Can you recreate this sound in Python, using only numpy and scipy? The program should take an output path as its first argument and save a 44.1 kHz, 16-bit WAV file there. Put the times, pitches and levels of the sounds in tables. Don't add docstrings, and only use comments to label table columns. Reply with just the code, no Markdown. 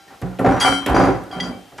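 import sys
import numpy as np
from scipy import signal
from scipy.fft import rfft, irfft
from scipy.io import wavfile

SR = 44100
rng = np.random.default_rng(int(sys.argv[2]) if len(sys.argv) > 2 else 0)


def how_loud(loudness_db):
    steps = np.asarray(loudness_db, float) / 20
    return 10 ** steps


def store_wav(level_fs):
    pcm = np.round(np.clip(np.atleast_2d(level_fs), -1, 1) * 32767)
    wavfile.write(sys.argv[1], SR, pcm.T.astype(np.int16))


N = 79380

# start_s, level_db, fade_s, hardness_db
JOLTS = [(0.397, -20, 0.0064, -4), (.413, -28.5, 0.0097, 3), (0.445, -12, 0.009, 5.5),
         (0.46, -10.5, 0.0078, 2), (0.469, -12.5, 0.0047, 0), (0.487, -14.5, 0.018, 0),
         (.517, -21, 0.0083, 3.5), (0.541, -22, 0.0059, -3), (.562, -34, 0.0044, -17),
         (0.574, -49, .006, 0), (0.645, -20, 0.014, -0.5), (0.675, -17.5, 0.025, 7.5),
         (0.721, -18.5, 0.0061, 10), (0.9, -24.5, 0.0035, 1), (0.918, -27, .006, 6),
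         (.943, -12.5, 0.0062, -5), (0.961, -12.5, 0.0083, 7.5), (0.983, -18, .006, -2),
         (0.997, -10, 0.0047, 2.5), (1.007, -18, 0.0091, -2), (1.03, -17, 0.0057, -5),
         (1.044, -15.5, 0.0061, -4), (1.07, -18.5, 0.024, -5), (1.084, -18.5, 0.012, -1),
         (1.159, -39, 0.0027, -6)]
# pitch_hz, level_db, t60_s (time to fade by 60 dB)
BENCH_MODES = [(61.6, -8.5, 0.18), (123.2, -5.5, 0.19), (182.7, -8.5, 0.24), (239, -8, 0.032),
               (274.2, -3, 0.082), (314.9, 0, 0.049), (377.7, -6, 0.082), (399, -13, 0.13),
               (460.5, -5.5, 0.069), (527.4, -4, 0.088), (580, -11, 0.033), (605, -5.5, 0.024),
               (705, -5.5, 0.041), (770.7, -3, 0.12)]
SCATTER_DB = 2.5


def rms_one(x):
    return x / np.sqrt(np.mean(x ** 2) + 1e-20)


def ring(clicks, hz, t60):
    radius = how_loud(-60 / (t60 * SR))
    angle = 2 * np.pi * hz / SR
    return signal.lfilter([0, np.sin(angle)], [1, -2 * radius * np.cos(angle), radius ** 2], clicks + 1e-18)


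def colour(noise, points):
    hz = np.maximum(np.fft.rfftfreq(N, 1 / SR), 1)
    at_hz, db = np.transpose(points)
    gain = how_loud(np.interp(np.log(hz), np.log(at_hz), db, left=-60))
    return irfft(rfft(noise) * gain, N)


def leftover():
    # pitch_hz, level_db (rms)
    old_tones = [(323.0, -61), (786.0, -55), (1373, -57), (1588, -60.5), (2256, -68), (3149, -62),
                 (3973, -63.5), (4861, -64), (5426, -66.5), (5744, -66), (6665, -69), (7827, -83),
                 (8952, -82)]
    hz, db = np.transpose(old_tones)[:, :, None]
    t = np.arange(N) / SR
    level = how_loud(db + 3.5 - 60 * t / 1)
    return (level * np.sin(2 * np.pi * (hz * t + rng.random(hz.shape)))).sum(axis=0)


def room_hum():
    # pitch_hz, level_db
    hum_spectrum = [(25, -14), (189, -9), (601, -11.5), (766, -5), (950, -12.5), (1770, -13.5), (3000, -16),
                    (15700, -29.5)]
    hush_s, hush_db = 0.077, -2
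    mid, side = (rms_one(colour(v, hum_spectrum)) for v in rng.standard_normal((2, N)))
    level_db = -50 + hush_db * (np.arange(N) < hush_s * SR)
    return how_loud(level_db) * (mid + how_loud(-10) * side * [[1], [-1]])


def shove():
    # start_s, push_db, hardness_db
    shove_tables = [
        [(0.065, -52, 4), (0.127, -43.5, 13.5), (0.2, -62, 3)],
        [(0.214, -30, 7), (0.242, -27.5, -2), (0.375, -46.5, 10)],
        [(0.389, -13.5, 7.5), (0.399, -20, -3.5), (0.44, -19.5, -5.5)],
        [(0.446, -20, -5), (0.492, -12.5, -2.5), (0.595, -25.5, 11.5)],
        [(0.602, -21, 14), (0.666, -31, 23), (0.76, -35, 7), (0.845, -35, 17)],
        [(0.861, -17, -1.5), (0.889, -16, 7.5), (0.938, -18.5, 4)],
        [(0.943, -16.5, 5), (1.06, -16.5, 7), (1.11, -21.5, 4), (1.29, -38, 3.5)],
        [(1.3, -33, 6), (1.472, -27.5, 5), (1.69, -51, -11)],
        [(1.718, -41.5, 1), (1.77, -41.5, -10.5)],
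        [(1.781, -34, 19.5), (1.8, -40, 12)],
    ]
    t, push, hard = np.arange(N) / SR, np.zeros(N), np.zeros(N)
    for rows in shove_tables:
        s, db, hard_db = np.transpose(rows)
        on = (t >= s[0]) & (t <= s[-1])
        push += on * how_loud(np.interp(t, s, db))
        hard += on * how_loud(np.interp(t, s, db + hard_db))
    for s, db, fade, hard_db in JOLTS:
        jolt = how_loud(db) * (t >= s) * np.exp(-np.abs(t - s) / fade)
        push += jolt
        hard += how_loud(hard_db) * jolt
    return push, hard


def slips(rate):
    sizes = how_loud(2.07 * np.minimum(rng.exponential(1, N), 5)) * rng.choice([-1, 1], N)
    clicks = rms_one(sizes * (rng.random(N) < rate / SR))
    kicks = np.zeros(N)
    kicks[(np.transpose(JOLTS)[0] * SR).astype(int) + 2] = how_loud(7.5) * rng.choice([-1, 1])
    return clicks + np.convolve(kicks, np.hanning(16))[:N]


def bench(push, hard):
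    # pitch_hz, level_db (per Hz)
    upper_spectrum = [(800, -6.5), (1400, -7.5), (2200, -19), (3200, -29), (5000, -35), (9500, -42),
                      (14000, -55)]
    slips_per_s, upper_cycles = 700, 40.2
    low = np.zeros(N)
    for hz, db, t60 in BENCH_MODES:
        low += how_loud(db) * ring(slips(slips_per_s) * push, hz, t60) / np.sqrt(t60 * SR / 28) / 3

    at_hz, upper_db = np.transpose(upper_spectrum)
    high, grit = np.zeros(N), slips(3 * slips_per_s) * hard
    for k, hz in enumerate(np.geomspace(820, 14500, 44) * rng.uniform(0.98, 1.02, 44)):
        t60 = upper_cycles / hz
        gain = how_loud(np.interp(np.log(hz), np.log(at_hz), upper_db)) * (-1) ** k
        high += gain * ring(grit, hz, t60) * np.sqrt(hz / 1000 / t60 / SR * 7)
    return low + how_loud(-8) * high


def pings():
    # start_s, pitch_hz
    touches = [(.08, 1838), (.105, 780), (.23, 314), (.455, 6745), (.52, 5830), (.66, 2310), (.69, 277),
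               (.945, 5830), (.946, 4813), (.975, 6745), (.99, 267), (.997, 5830), (1.02, 4813),
               (1.068, 279), (1.33, 3040), (1.43, 248), (1.432, 4813), (1.435, 1397), (1.49, 236),
               (1.525, 2310)]
    # level_db, t60_s
    touch_rings = [(-44.5, .15), (-42, 0.28), (-24.5, 0.21), (-48, .2), (-44, 0.44), (-30.5, 0.41),
                   (-27.5, 0.7), (-36, 0.1), (-36, 0.1), (-56, 0.11), (-12, 0.18), (-40, 0.18), (-41, 0.11),
                   (-13, 0.13), (-44.5, 0.35), (-29, 0.38), (-46, 0.33), (-36, 0.43), (-26, 0.35),
                   (-45, 0.34)]
    s, hz = np.transpose(touches)[:, :, None]
    db, t60 = np.transpose(touch_rings)[:, :, None]
    t = np.maximum(np.arange(N) / SR - s, 0)
    rise = np.minimum(t * hz / 1.7, 1)
    return (how_loud(db - 60 * t / t60) * np.sin(2 * np.pi * hz * t) * rise).sum(axis=0)


def cracks():
    # start_s, level_db, low_edge_hz, decay_s
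    crack_table = [(0.216, -37, 3800, 0.004), (.221, -24.5, 700, 0.0097), (0.388, -23, 1170, 0.0014),
                   (0.392, -40, 7040, 0.019), (0.4477, -14, 447, 0.02), (.602, -21, 1790, 0.017),
                   (.647, -32, 500, .008), (.861, -13, 920, 0.018), (0.863, -21, 6300, 0.0029),
                   (.899, -32, 8100, 0.0029), (0.943, -18, 690, 0.0089), (1.237, -44, 7050, .003),
                   (1.3995, -27.5, 1400, 0.0021), (1.4065, -28, 1490, .004), (1.779, -38.5, 2350, 0.02)]
    out, t = np.zeros(N + 4000), np.arange(4000) / SR
    for s, db, low_hz, decay in crack_table:
        burst = rng.standard_normal(4000) * np.exp(-t / decay)
        band = signal.butter(2, [low_hz, min(3.06 * low_hz, 13000)], "band", fs=SR, output="sos")
        i = int(s * SR)
        out[i:i + 4000] += how_loud(db + 1) * signal.sosfilt(band, burst)
    return out[:N]


def knocks():
    # start_s, level_db, best_pitch_hz, ring_length (times the modes' t60)
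    knock_table = [(.226, -13, 113.4, 2.2), (0.247, -13, 147, 2.5), (0.397, -17, 125, 1.5),
                   (.447, -5, 700, 1.0), (.48, -13.5, 71, 1.5), (0.893, -7.5, 63, 1.5),
                   (.975, -16, 320, 1.4), (1.07, -18, 340, 1.2), (1.363, -20, 206, 1.8),
                   (1.411, -21.5, 198, 1.5), (1.466, -21.5, 242, 1.5), (1.571, -30.5, 220, 1.6)]
    hz, db, t60 = np.transpose(BENCH_MODES)[:, :, None]
    out, t = np.zeros(N + SR // 2), np.arange(SR // 2) / SR
    for s, hit_db, best_hz, longer in knock_table:
        level = hit_db - 17 * np.abs(np.log2(hz / best_hz))
        level = level + rng.normal(0, 0.63, hz.shape) - 60 * t / (t60 * longer)
        tones = how_loud(level - 4.5) * np.sin(2 * np.pi * hz * t) * rng.choice([-1, 1], hz.shape)
        i = int(s * SR)
        out[i:i + len(t)] += tones.sum(axis=0)
    return out[:N]


def tube():
    # pitch_hz, level_db, t60_s
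    tube_modes = [(2003, -0.5, 0.067), (3240, -1, 0.13), (4780, 1.5, 0.031), (5830, -10.5, 0.036),
                  (6400, -6, 0.027), (6690, -6.5, 0.041), (9400, -25, 0.041), (9670, -5.5, 0.13),
                  (11700, -10, 0.049), (12600, -20, 0.034)]
    # start_s, level_db, best_pitch_hz, chatter_fade_s
    tube_blows = [
        (.452, -54, 6840, .04),
        (0.6, -21.5, 5700, 0.028),
        (.612, -13.5, 3270, 0.018),
        (0.947, -31.5, 5830, 0.081),
        (1.022, -37.5, 5000, 0.037),
        (1.313, -35.5, 3520, 0.0078),
        (1.325, -44, 4800, 0.015),
        (1.401, -19, 2450, 0.0057),
        (1.4051, -23.5, 5100, 0.0036),
        (1.428, -36, 4540, 0.044),
    ]
    chatter_per_s, skirt_octaves = 2600, 0.76
    t, out = np.arange(N) / SR, np.zeros(N)
    for hz, db, t60 in tube_modes:
        chatter = (rng.random(N) < chatter_per_s / SR) * rng.normal(0, 0.4, N)
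        clicks = np.zeros(N)
        for s, hit_db, best_hz, fade in tube_blows:
            level = hit_db + db - 17.5 * abs(np.log2(hz / best_hz))
            gain = how_loud(level + rng.normal(0, SCATTER_DB))
            clicks += gain * chatter * (t > s) * np.exp(-np.abs(t - s) / fade)
            clicks[int(s * SR)] += gain
        skirts = hz * 2 ** (skirt_octaves * np.array([-1, 1]))
        band = signal.butter(1, skirts, "band", fs=SR, output="sos")
        out += signal.sosfilt(band, ring(clicks, hz, t60))
    return out


def rail():
    bend_hz = [277, 745, 768, 1163, 1397, 1572, 2075, 2238, 2310, 3040, 3155, 3988, 4339, 4538]
    bend_db = [-1.5, 3, 5.5, 3, -0.5, -7.5, -6.5, -12, -5.5, -6.5, -4, -13.5, -23, -12]
    bend_t60 = [0.81, 0.48, 0.17, 0.1, 0.55, 0.33, 0.29, 0.68, 0.28, 0.62, 0.97, 0.9, 0.84, 0.46]
    wall_hz = [4813, 5227, 5448, 5724, 5830, 5932, 6584, 6745, 7084, 7359, 7833, 8403, 8947, 9415]
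    wall_db = [-12.5, -17.5, -21, -15, -13.5, -20, -30, -17.5, -26, -26, -17.5, -21, -15.5, -18]
    wall_top_hz = [9518, 9643, 9808, 10610, 10720, 10970, 11520, 12300, 12700, 13250, 13900]
    wall_top_db = [-20, -23.5, -17.5, -21, -21, -23, -31, -33, -32, -37, -47]
    # start_s, level_db, best_pitch_hz, stopped_at_s
    rail_blows = [(0.605, -19.5, 8600, 0.79), (.647, -14.5, 750, 0.68), (0.646, -27.5, 1400, 1.1),
                  (0.654, -28, 3070, 1.2), (0.656, -32.5, 7640, 1.2), (0.683, -23.5, 280, 1.4),
                  (.722, -23.5, 1310, 0.797), (1.326, -34.5, 720, 2.1), (1.329, -42, 3200, 1.75),
                  (1.42, -48, 10000, 2.3), (1.43, -39.5, 1460, 1.45), (1.721, -47, 1083, 1.72)]
    hz = np.concatenate([bend_hz, wall_hz, wall_top_hz])[:, None]
    db = np.concatenate([bend_db, wall_db, wall_top_db])[:, None]
    t60 = np.concatenate([bend_t60, [0.58] * len(wall_hz), [0.63] * len(wall_top_hz)])[:, None]

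    lean_db = rng.normal(0, 3.5, len(hz)) * np.minimum(hz[:, 0] / 3000, 1)
    sides = how_loud(np.array([lean_db, -lean_db]))
    phase = rng.random(hz.shape)
    beat_hz = 29.92 * rng.uniform(0.402, 1.6, hz.shape)
    out = np.zeros((2, N))
    for s, hit_db, best_hz, stop in rail_blows:
        i = int(max(s, 0) * SR)
        t = np.arange(min(N - i, int((stop - s + 0.1) * SR))) / SR
        level = hit_db + db - 8 * np.abs(np.log2(hz / best_hz))
        level = level + rng.normal(0, SCATTER_DB, hz.shape) - 60 * t / t60
        tones = how_loud(level) * np.sin(2 * np.pi * (hz * (t + i / SR) + phase))
        tones *= np.minimum(t * hz / 2, 1)
        tones *= 1 + 0.45 * (hz > 4200) * np.sin(2 * np.pi * (beat_hz * (t + s) + phase))
        stopping = np.exp(-np.maximum(t - stop + s, 0) / 0.0073)
        out[:, i:i + len(t)] += sides @ tones * stopping
    return out


def workshop(x):
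    t = np.arange(SR // 2) / SR
    tail = rng.standard_normal((2, len(t))) * how_loud(-60 * t / 0.27) * (t > 0.003)
    tail = signal.lfilter(*signal.butter(1, [163, 16400], "band", fs=SR), tail)
    tail /= np.sqrt((tail ** 2).sum() / 2)
    return signal.fftconvolve(x[None], tail, axes=1)[:, :N]


def scene():
    push, hard = shove()
    near = leftover() + bench(push, hard) + pings() + cracks() + knocks() + tube() + rail()
    near = signal.sosfilt(signal.butter(2, 18700, fs=SR, output="sos"), near)
    return near + how_loud(-8) * workshop(near.mean(axis=0)) + room_hum()


def roll_off(x):
    return signal.sosfilt(signal.butter(12, 15810, fs=SR, output="sos"), x)


def record(dry):
    bass_lean_db, ceiling = 2, 0.85
    dry = signal.sosfilt(signal.butter(4, 50.3, "high", fs=SR, output="sos"), dry)
    bass = signal.lfilter(*signal.butter(1, 170, fs=SR), dry)
    leaning = dry + bass * (how_loud(np.array([[-bass_lean_db], [bass_lean_db]])) - 1)
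    rounded = ceiling * np.tanh(leaning / ceiling)
    mix = signal.sosfilt(signal.cheby2(12, 70, 16150, fs=SR, output="sos"), rounded)
    return roll_off(mix)


dry = scene()
out = record(dry)
store_wav(out)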